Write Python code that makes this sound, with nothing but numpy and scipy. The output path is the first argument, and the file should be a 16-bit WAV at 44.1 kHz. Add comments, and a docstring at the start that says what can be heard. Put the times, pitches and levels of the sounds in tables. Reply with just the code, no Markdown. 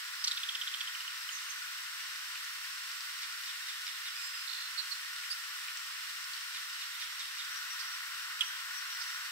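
"""Bare woodland, with a kingfisher close by on a branch: one dry rattle that slows and fades, later a buzzy chip.
Each call is a near sine, like a vibrating membrane, broken into beats; noise gives the rasp and the puff of air.
Small birds slur, whistle, trill and chirp farther off as gliding tones; twigs tick as short rings and noise.
Filtered noise makes a distant wash on the left and a wide, slightly flickering hiss, with very little bass."""
import sys
import numpy as np
from scipy import signal
from scipy.fft import rfft, irfft
from scipy.io import wavfile

SR = 44100
rng = np.random.default_rng(int(sys.argv[2]) if len(sys.argv) > 2 else 0)


def dump_mix(stems):
    """Bounce the given channels to the path in sys.argv[1] as a 16-bit WAV at rate SR."""
    frames = np.atleast_2d(stems).T  # one column per channel
    limited = np.clip(frames, -1, 1)  # hard clip at full scale
    pcm = np.round(limited * 32767).astype(np.int16)
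    wavfile.write(sys.argv[1], SR, pcm)


N = 410571
TIME = np.arange(N) / SR  # s
BINS = np.maximum(np.arange(N // 2 + 1) * SR / N, 1)  # Hz

# Pan is left minus right in dB: positive leans left, negative leans right.
# Spectrum of the distant wash: pitch_hz, relative_db (per Hz)
WASH_SPECTRUM = [(300, -73), (510, -64), (700, -36.5), (900, -15.5), (1100, -4), (1230, -4.5), (1440, 5),
                 (1630, -2), (1830, 3.5), (2250, -14), (3000, -10), (6000, -23)]
# Course of the wash: time_s, level_db
WASH_LEVEL = [(0, -47.5), (1.3, -46.5), (4.2, -48), (5.6, -47), (7.3, -48), (7.55, -45), (8.5, -44.5),
              (9.3, -44)]
# Spectrum of the diffuse hiss of the woods and the microphones: pitch_hz, relative_db (per Hz)
HISS_SPECTRUM = [(30, -51.5), (300, -56), (520, -53.5), (700, -39.5), (950, -10.5), (1400, -1.5),
                 (1650, -1), (1950, 6), (2250, 1.6), (2850, 4.5), (3300, 1.3), (4200, 2.5), (4750, 1),
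                 (5400, 3), (6000, -1.5), (7600, -3), (15500, -11.5)]
HISS_DB = -42
# Leaning of the hiss: pitch_hz, pan_db
HISS_PAN = [(1500, 1), (2800, -0.5), (3450, -4.5), (4100, -1), (4700, -3.5), (5200, 0), (5700, -1.4),
            (7000, -.5)]

# Lone thin whistles: start_s, length_s, start_hz, end_hz, level_db, pan_db
THIN_WHISTLES = [(0.158, 0.078, 5020, 5130, -47, -16), (1.302, 0.074, 6760, 5770, -41, -14),
                 (1.471, .05, 6650, 5800, -42, -10.5), (8.425, 0.077, 5830, 5800, -46.5, 6.5)]
# Lone whistles hold their pitch, then glide (power of the glide); far whistles quaver in level
WHISTLE_ARCH, QUAVER_DB = 2.1, 4

# Notes of the kingfisher's rattle: start_s, level_db (before RATTLE_GAIN_DB), pitch_hz, length_s,
# first_beat_s, fall (in each beat, share of the pitch), roughness (0-1)
RATTLE_NOTES = [(0.2404, -24.5, 5180, 0.014, 0.0017, 0.18, 1),
                (0.272, -23.5, 4220, 0.015, 0.0064, 0.066, 1), (0.312, -25, 3952, 0.011, 0.0048, 0.13, .7),
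                (0.3710, -28.5, 3450, .012, .0045, .18, 0.6), (0.4318, -28, 3400, .010, 0.0033, .14, .3),
                (0.488, -26, 3340, 0.01, .0045, 0.2, .3), (0.5485, -28, 3296, .012, 0.0044, 0.24, 0.5),
                (0.6125, -29, 3290, 0.014, 0.0049, 0.33, 0.37), (0.673, -29.5, 3450, 0.013, .005, 0.27, .3),
                (0.738, -29.5, 3310, 0.013, 0.0037, 0.25, 0.4),
                (0.8056, -29, 3340, .0125, .0042, 0.33, 0.4), (0.873, -33, 3180, 0.012, 0.0044, 0.22, 0.4),
                (0.9485, -33.5, 2950, .008, 0.0043, .12, .2), (1.0030, -34, 2900, 0.0061, .005, 0.093, .15),
                (1.077, -33, 2930, 0.0087, .006, 0.11, 0.1), (1.2895, -32.5, 3000, 0.0088, 0.0053, .08, .4)]
RATTLE_GAIN_DB, RATTLE_PAN_DB = -3, -2.5
# Every note: attack, release, and sag after the first beat (share of the pitch per note length)
NOTE_ATTACK_S, NOTE_RELEASE_S, NOTE_SAG = .001, .0054, .17
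# Beats within a note: mean rate, narrowness (power of a sine arch)
BEAT_HZ, BEAT_SHAPE = 333, .71
# Rasp: level against the tone, lower edge as a share of the pitch, upper edge, time to set in
RASP_DB, RASP_LOW, RASP_TOP_HZ, RASP_ONSET_S = .5, .82, 6500, .0023

# Loudest twig ticks: start_s, level_db (before TICK_GAIN_DB), ring_hz
TWIG_TICKS = [(1.3874, -38, 3500), (2.003, -37, 3430), (2.3555, -35.5, 2530), (2.444, -41, 6180),
              (2.9155, -37.5, 5070), (3.0068, -34.5, 4650), (3.8671, -36.5, 4910), (4.3433, -37, 2660),
              (5.235, -38, 2720), (5.6832, -35.5, 2560), (5.7717, -35, 5500), (6.2417, -37, 5360),
              (6.3348, -35, 4440), (7.195, -38, 5300), (8.308, -40, 2820), (8.9271, -38, 3600)]
TICK_GAIN_DB = 2

# One run of five downward slurs, heard at two moments: start_s
SLUR_RUN_STARTS = [3.212, 6.541]
# Slurs of the run: after_s (from the run's start), level_db
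SLURS = [(0, -46.5), (.258, -45), (.458, -44.5), (.646, -42.5), (.840, -43.5)]
SLUR_S, SLUR_START_HZ, SLUR_END_HZ = .044, 4040, 3060
# Tiny pips between the slurs: after_s (from the run's start), pitch_hz, level_db
PIPS = [(.246, 3950, -47.5), (.409, 3670, -42.5), (.581, 3500, -45)]
PIP_S = .0086
# A trunk returns each slur
SLUR_ECHO_S, SLUR_ECHO_DB = .027, -14
# Rustle around each slur: lead, length, level
RUSTLE_LEAD_S, RUSTLE_S, RUSTLE_DB = .018, .075, -45.5

# Broken pieces of one far nasal call: start_s, length_s, start_hz, end_hz, level_db,
# fundamental_db and third_harmonic_db (both against the second harmonic)
NASAL_PIECES = [(4.15, 0.12, 2495, 2524, -49.5, -6, 0.5), (4.227, 0.1, 2510, 2530, -47, -16.5, -6),
                (4.321, .145, 2490, 2500, -52, -17, -10)]
# Unsteadiness of the nasal call: share of its pitch, level
NASAL_JITTER, NASAL_WAVER_DB = .004, 2.5

# A quick trill of rising notes that narrow and fade
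TRILL_S, TRILL_GAP_S, TRILL_NOTE_S = 4.4735, .01785, .0125
# Middle pitch, its sag over the trill, and the sweep to either side in the first and last notes
TRILL_HZ, TRILL_SAG_HZ, TRILL_FIRST_SWEEP_HZ, TRILL_LAST_SWEEP_HZ = 4350, 160, 600, 270
TRILL_DB, TRILL_FADE_DB = -38.5, 5.5
# Its lower voice: pitch, level against the upper one
TRILL_LOW_HZ, TRILL_LOW_DB = 3550, -9

# Warbled chirps: start_s, length_s, start_hz, end_hz, level_db, warble_rate_hz, warble_swing_hz,
# roughness (0-1), second_harmonic_db, pan_db
CHIRPS = [(4.772, 0.044, 4340, 4160, -33.5, 265, 215, 0.1, -32, -18),
          (4.908, 0.031, 4400, 4170, -36, 265, 215, 0, -31, -15.5),
          (5.301, .028, 4770, 4640, -35.5, 388, 140, 0.1, -9.5, -5),
          (5.322, .015, 5100, 4960, -37.5, 300, 170, 0.14, -12, -5.5)]

# A far exchange, two whistles on the left, a hoarse note on the right, a long weak whistle near the middle:
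# after_s (from its start), length_s, start_hz, end_hz, level_db, roughness (0-1), pan_db
EXCHANGE_NOTES = [(0, 0.11, 5790, 5640, -48.5, 0, 10), (0.193, .06, 5740, 5590, -46.5, 0, 7.5),
                  (0.289, .034, 5100, 4800, -40, 0.4, -16), (.305, 0.18, 5720, 5610, -51.5, 0.1, -2.5)]
# The exchange is heard at two moments: start_s
EXCHANGE_STARTS = [7.5, 8.71]

# Kingfisher's buzzy chip: start, length, level of the tone, pan, then its envelope
CHIP_S, CHIP_LENGTH_S, CHIP_DB, CHIP_PAN_DB = 8.4073, .02, -22, -8.5
CHIP_ATTACK_S, CHIP_HOLD_S, CHIP_FADE_DB_PER_S, CHIP_RELEASE_S = .0017, .003, 780, .0037
# Its pitch sags from start to end and swings with every beat of a throb that dies away
CHIP_START_HZ, CHIP_END_HZ, CHIP_SWEEP_HZ = 3400, 2740, 150
CHIP_THROB_HZ, CHIP_THROB_LASTS_S = 390, .017

# Decay by 60 dB: scatter off nearby branches, tail from far trunks
SCATTER_T60_S, WOOD_T60_S = .06, .7
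# Narrow equaliser dips in the treble: pitch_hz, width_hz, depth_db
EQUALISER_DIPS = [(6480, 130, -8.5), (6820, 290, -3.5), (10375, 380, -16)]
CUTOFF_HZ = 15800


def from_db(db):
    """Decibels to gain."""
    return 10 ** (np.asarray(db) / 20)


def rms_one(x):
    """Scale to unit rms."""
    return x / np.sqrt(np.mean(x ** 2) + 1e-20)


def at_hz(points):
    """A spectrum table read at every frequency bin, on a logarithmic pitch scale."""
    hz, value = np.transpose(points)
    return np.interp(np.log(BINS), np.log(hz), value)


def pan(db):
    """Left and right gains of constant power."""
    gains = from_db(np.atleast_1d(db) * np.array([[.5], [-.5]]))
    return gains / np.sqrt(np.mean(gains ** 2, axis=0))


def band_noise(low_hz, high_hz, size):
    """Unit noise between two soft edges."""
    sos = signal.butter(2, [low_hz, min(high_hz, .45 * SR)], "band", fs=SR, output="sos")
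    return rms_one(signal.sosfilt(sos, rng.standard_normal(size)))


def quaver(depth_db, size, rate_hz=70):
    """An unsteady gain of unit power, drawn between random points."""
    knots = rng.standard_normal(int(size * rate_hz / SR) + 2)
    wander = np.interp(np.arange(size) * rate_hz / SR, np.arange(len(knots)), knots)
    return rms_one(from_db(depth_db * wander))


def add(out, start_s, sound, pan_db):
    """Place a mono sound in time and direction."""
    start = max(round(start_s * SR), 0)
    out[:, start:start + len(sound)] += pan(pan_db) * sound[:N - start]


def syrinx(hz, rough, second_db):
    """A vibrating membrane: a near sine whose pitch jitters with roughness."""
    jitter = .3 * rough * band_noise(100, 1100, size=len(hz))
    phase = 2 * np.pi * np.cumsum(hz * (1 + jitter)) / SR
    return np.sqrt(2) * (np.sin(phase) + from_db(second_db) * np.sin(2 * phase))


def whistle(length_s, start_hz, end_hz, rough, second_db, arch=1, quaver_db=0):
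    """One swelling membrane tone between two pitches; an arch above 1 delays both the glide and the swell."""
    u = np.linspace(0, 1, max(int(length_s * SR), 64))
    swell = np.abs(np.sin(np.pi * u ** np.sqrt(arch))) ** .7
    pitch = start_hz + (end_hz - start_hz) * u ** arch
    return syrinx(pitch, rough, second_db) * swell * quaver(quaver_db, size=len(u))


def distant_wash(right_lag_s=.00014, pan_db=3.5):
    """Shaped noise from the left: louder there, and later at the right microphone."""
    far = rfft(rng.standard_normal(N)) * from_db(at_hz(WASH_SPECTRUM))
    far_right = far * np.exp(-2j * np.pi * BINS * right_lag_s)
    wash = rms_one(irfft([far, far_right], N))
    level_db = np.interp(TIME, *np.transpose(WASH_LEVEL))
    return from_db(level_db) * pan(pan_db) * wash


def flicker(x, depth_db=.55, rate_hz=18):
    """The level wavers slightly, a little as a whole and more in each octave and on each side."""
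    knots = np.arange(0, N / SR + 1, .5 / rate_hz)

    def slow():
        return np.interp(TIME, knots, rng.standard_normal(len(knots)))

    octave = np.clip(np.log2(BINS / 1500), 0, 3)
    spectrum = rfft(x)
    together = slow()
    out = 0
    for k in range(4):
        # overlapping triangular bands that sum to the whole
        band = irfft(spectrum * np.maximum(1 - np.abs(octave - k), 0), N)
        each_side = np.array([slow(), slow()])
        out = out + band * from_db(depth_db * (.5 * together + each_side))
    return out


def woodland_hiss():
    """Diffuse shaped noise, drawn separately for the two microphones."""
    spectrum = rfft(rng.standard_normal((2, N))) * from_db(at_hz(HISS_SPECTRUM))
    hiss = rms_one(irfft(spectrum * pan(at_hz(HISS_PAN)), N))
    return from_db(HISS_DB) * flicker(hiss)


def faint_crackle(per_s=13, level_db=-24):
    """Tiny dry snaps of decaying noise at random moments, just out of the hiss."""
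    happens = rng.random(N) < per_s / SR
    sizes = from_db(level_db + rng.normal(0, 1.6, N)) * happens
    t = np.arange(SR // 100) / SR
    snap = band_noise(2400, 5800, size=len(t)) * from_db(-60 * t / .01)
    snap /= np.sqrt(np.sum(snap ** 2))  # unit energy
    return pan(-0.91) * signal.fftconvolve(sizes, snap)[:N]


def thin_whistles():
    """Lone far whistles: quavering tones that hold their pitch, then glide."""
    out = np.zeros((2, N))
    for start_s, *shape, level_db, pan_db in THIN_WHISTLES:
        note = whistle(*shape, rough=.052, second_db=-30.5, arch=WHISTLE_ARCH, quaver_db=QUAVER_DB)
        add(out, start_s, from_db(level_db) * note, pan_db)
    return out


def kingfisher_rattle():
    """Each note snaps on as a clean falling tone, then breaks into quick uneven beats that carry a rasp."""
    out = np.zeros((2, N))
    for start_s, level_db, hz, length_s, first_beat_s, fall, rough in RATTLE_NOTES:
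        t = np.arange(int(length_s * SR)) / SR
        late = t - first_beat_s
        beat_hz = BEAT_HZ * rng.uniform(.85, 1.15)
        beats = np.where(late < 0, t / first_beat_s, 1 + late * beat_hz)
        breakup = np.clip(rough * np.clip(late / RASP_ONSET_S + .5, .12, 1), 0, 1)
        sag = NOTE_SAG * np.maximum(late, 0) / length_s
        pitch = hz * (1 + fall * (.5 - beats % 1) - sag)
        tone = syrinx(pitch, .66 * np.sqrt(breakup), second_db=-20.5)
        tone *= np.sqrt(1 - .62 * breakup ** 2)  # the tone gives way to the rasp
        rasp = from_db(RASP_DB) * breakup * band_noise(RASP_LOW * hz, RASP_TOP_HZ, size=len(t))
        ramps = np.minimum(t / NOTE_ATTACK_S, (length_s - t) / NOTE_RELEASE_S)
        envelope = np.clip(ramps, 0, 1) ** .5
        pulses = np.abs(np.sin(np.pi * beats)) ** BEAT_SHAPE
        note = envelope * pulses * (tone + rasp)
        add(out, start_s, from_db(level_db + RATTLE_GAIN_DB) * note, RATTLE_PAN_DB)
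    return out


def twig_ticks(t60_s=.018):
    """Tiny snaps: a crack of noise and a short woody ring, dying away together."""
    out = np.zeros((2, N))
    t = np.arange(SR // 40) / SR
    for start_s, level_db, ring_hz in TWIG_TICKS:
        ring = .6 * np.sin(2 * np.pi * ring_hz * t)
        crack = .7 * band_noise(.7 * ring_hz, 1.35 * ring_hz, size=len(t))
        decay = from_db(level_db + TICK_GAIN_DB - 60 * t / t60_s)
        add(out, start_s, decay * (ring + crack), pan_db=-1.5)
    return out


def rustle():
    """A brief swell of dry, grainy noise."""
    size = int(RUSTLE_S * SR)
    grains = quaver(4, size=size, rate_hz=600)
    return band_noise(1800, 6200, size=size) * grains * np.sqrt(np.hanning(size))


def slur_runs():
    """Clean, arched, falling tones, each with an echo and a faint rustle; tiny pips fall between."""
    out = np.zeros((2, N))
    for run_s in SLUR_RUN_STARTS:
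        for after_s, level_db in SLURS:
            s = run_s + after_s
            slur = whistle(SLUR_S, SLUR_START_HZ, SLUR_END_HZ, rough=.025, second_db=-27, arch=1.4)
            slur = from_db(level_db) * slur
            add(out, s, slur, pan_db=-5)
            add(out, s + SLUR_ECHO_S, from_db(SLUR_ECHO_DB) * slur, pan_db=-0.5)
            add(out, s - RUSTLE_LEAD_S, from_db(RUSTLE_DB) * rustle(), pan_db=-3.5)
        for after_s, hz, level_db in PIPS:
            pip = whistle(PIP_S, hz, hz, rough=.081, second_db=-24.5)
            add(out, run_s + after_s, from_db(level_db) * pip, pan_db=-4)
    return out


def nasal_note(length_s, start_hz, end_hz, first_db, third_db):
    """An unsteady note of three harmonics, the fundamental weak; each harmonic wavers by itself."""
    u = np.linspace(0, 1, int(length_s * SR))
    jitter = NASAL_JITTER * band_noise(24, 300, size=len(u))
    hz = (start_hz + (end_hz - start_hz) * u) * (1 + jitter)
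    phase = 2 * np.pi * np.cumsum(hz) / SR
    stack = 0
    for k, db in enumerate((first_db, 0, third_db), 1):
        stack = stack + from_db(db) * quaver(NASAL_WAVER_DB, size=len(u)) * np.sin(k * phase)
    return np.sqrt(2 * np.abs(np.sin(np.pi * u ** .7))) * stack


def nasal_call():
    """Broken, overlapping pieces of one thin harmonic call from farther trees."""
    out = np.zeros((2, N))
    for start_s, *shape, level_db, first_db, third_db in NASAL_PIECES:
        add(out, start_s, from_db(level_db) * nasal_note(*shape, first_db, third_db), pan_db=-8.0)
    return out


def trill(count=12):
    """Curved upsweeps that narrow, sink and, unevenly, fade, shadowed by a faint lower voice."""
    out = np.zeros((2, N))
    for k, spent in enumerate(np.linspace(0, 1, count)):
        s = TRILL_S + k * TRILL_GAP_S
        hz = TRILL_HZ - TRILL_SAG_HZ * spent
        sweep = TRILL_FIRST_SWEEP_HZ + (TRILL_LAST_SWEEP_HZ - TRILL_FIRST_SWEEP_HZ) * spent
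        db = TRILL_DB - TRILL_FADE_DB * spent + rng.normal(0, .7)
        high = whistle(TRILL_NOTE_S, hz - sweep, hz + sweep, rough=.05, second_db=-27.5, arch=1.5)
        add(out, s, from_db(db) * high, pan_db=-12.5)
        low_start_hz, low_end_hz = TRILL_LOW_HZ - sweep / 4, TRILL_LOW_HZ + sweep / 4
        low = whistle(TRILL_GAP_S, low_start_hz, low_end_hz, rough=.05, second_db=-27)
        add(out, s, from_db(db + TRILL_LOW_DB + rng.normal(0, 2.3)) * low, pan_db=-0.5)
    return out


def warble(length_s, start_hz, end_hz, rate_hz, swing_hz, rough, second_db, throb=.15):
    """A gliding note whose pitch and level shake together, fast enough to buzz; a rough one shakes unevenly."""
    t = np.arange(int(length_s * SR)) / SR
    uneven_hz = rate_hz * (1 + 2 * rough * band_noise(40, 200, size=len(t)))
    shake = np.sin(2 * np.pi * np.cumsum(uneven_hz) / SR)
    hz = np.interp(t, [0, length_s], [start_hz, end_hz]) + swing_hz * shake
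    swell = np.abs(np.sin(np.pi * t / length_s)) ** .7
    return syrinx(hz, rough, second_db) * (1 + throb * shake) * swell


def chirps():
    """Buzzing warbled chirps from a nearer small bird."""
    out = np.zeros((2, N))
    for start_s, length_s, start_hz, end_hz, level_db, *voice, pan_db in CHIRPS:
        add(out, start_s, from_db(level_db) * warble(length_s, start_hz, end_hz, *voice), pan_db)
    return out


def far_exchange():
    """Far quavering whistles and a hoarse note, whose pitch jitters more, from different sides."""
    out = np.zeros((2, N))
    for exchange_s in EXCHANGE_STARTS:
        for after_s, *shape, level_db, rough, pan_db in EXCHANGE_NOTES:
            note = whistle(*shape, rough, second_db=-30.5, quaver_db=QUAVER_DB)
            add(out, exchange_s + after_s, from_db(level_db) * note, pan_db)
    return out


def buzzy_chip():
    """A sagging tone chopped by a fast throb, each beat sweeping downward, with a puff of air at the start."""
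    t = np.arange(int(CHIP_LENGTH_S * SR)) / SR
    opening = np.clip(np.minimum(t / CHIP_ATTACK_S, (CHIP_LENGTH_S - t) / CHIP_RELEASE_S), 0, 1)
    fading_s = np.maximum(t - CHIP_ATTACK_S - CHIP_HOLD_S, 0)
    envelope = opening * from_db(-CHIP_FADE_DB_PER_S * fading_s)
    depth = np.exp(-(t / CHIP_THROB_LASTS_S) ** 4)
    throb = 1 - depth * np.cos(np.pi * CHIP_THROB_HZ * t) ** 4
    sweep = CHIP_SWEEP_HZ * depth * np.sin(2 * np.pi * CHIP_THROB_HZ * t)
    hz = CHIP_START_HZ + (CHIP_END_HZ - CHIP_START_HZ) * t / CHIP_LENGTH_S + sweep
    tone = from_db(CHIP_DB) * throb * syrinx(hz, rough=.03, second_db=-25.5)
    air = from_db(-34 - 700 * t) * band_noise(2600, 9000, size=len(t))
    out = np.zeros((2, N))
    add(out, CHIP_S, envelope * (tone + air), CHIP_PAN_DB)
    return out


def left_later(x, lag_s):
    """Each call reaches the left microphone a moment later than the right."""
    return np.array([np.interp(TIME - lag_s, TIME, x[0]), x[1]])


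def woodland(x, scatter_db, tail_db):
    """Nearby branches scatter the sound at once; far trunks return a faint long tail."""
    t = np.arange(SR) / SR
    out = x.copy()
    source = x + x.mean(axis=0)  # each side's echoes also take in the middle
    for t60_s, db in ((SCATTER_T60_S, scatter_db), (WOOD_T60_S, tail_db)):
        echoes = rng.standard_normal((2, SR)) * from_db(-60 * t / t60_s)
        echoes /= np.sqrt(np.sum(echoes ** 2, axis=1, keepdims=True))
        out += from_db(db) * signal.fftconvolve(source, echoes, axes=1)[:, :N]
    return out


def scene():
    """The kingfisher is near and fairly dry; the other birds are farther off among the trees."""
    rattle = woodland(left_later(kingfisher_rattle(), 3 / SR), scatter_db=-14, tail_db=-12)
    chip = woodland(left_later(buzzy_chip(), 4 / SR), scatter_db=-17, tail_db=-13.5)
    nearer = woodland(left_later(chirps() + trill(), 3 / SR), scatter_db=-15, tail_db=-13.5)
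    far_birds = thin_whistles() + slur_runs() + nasal_call() + far_exchange()
    far = left_later(far_birds, 3 / SR) + twig_ticks() + faint_crackle()
    others = woodland(far, scatter_db=-11, tail_db=-7)
    # calls and ticks lose their bass steeply, to sit with a background that has little of it
    no_bass = signal.butter(8, 1000, "high", fs=SR, output="sos")
    near_and_far = rattle + chip + nearer + others + 1e-18  # inaudible offset
    return signal.sosfilt(no_bass, near_and_far) + distant_wash() + woodland_hiss()


def record(dry):
    """Equalising of the whole sound: three treble dips, a mild bass cut and a steep top cut."""
    colour_db = sum(db * np.exp(-((BINS - hz) / width) ** 2) for hz, width, db in EQUALISER_DIPS)
    top_cut = np.clip((CUTOFF_HZ - BINS) / 100, 0, 1)
    bass_cut = np.clip(BINS / 450, .4, 1)
    return irfft(rfft(dry) * from_db(colour_db) * bass_cut * top_cut, N)


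dry = scene()
out = record(dry)
dump_mix(out)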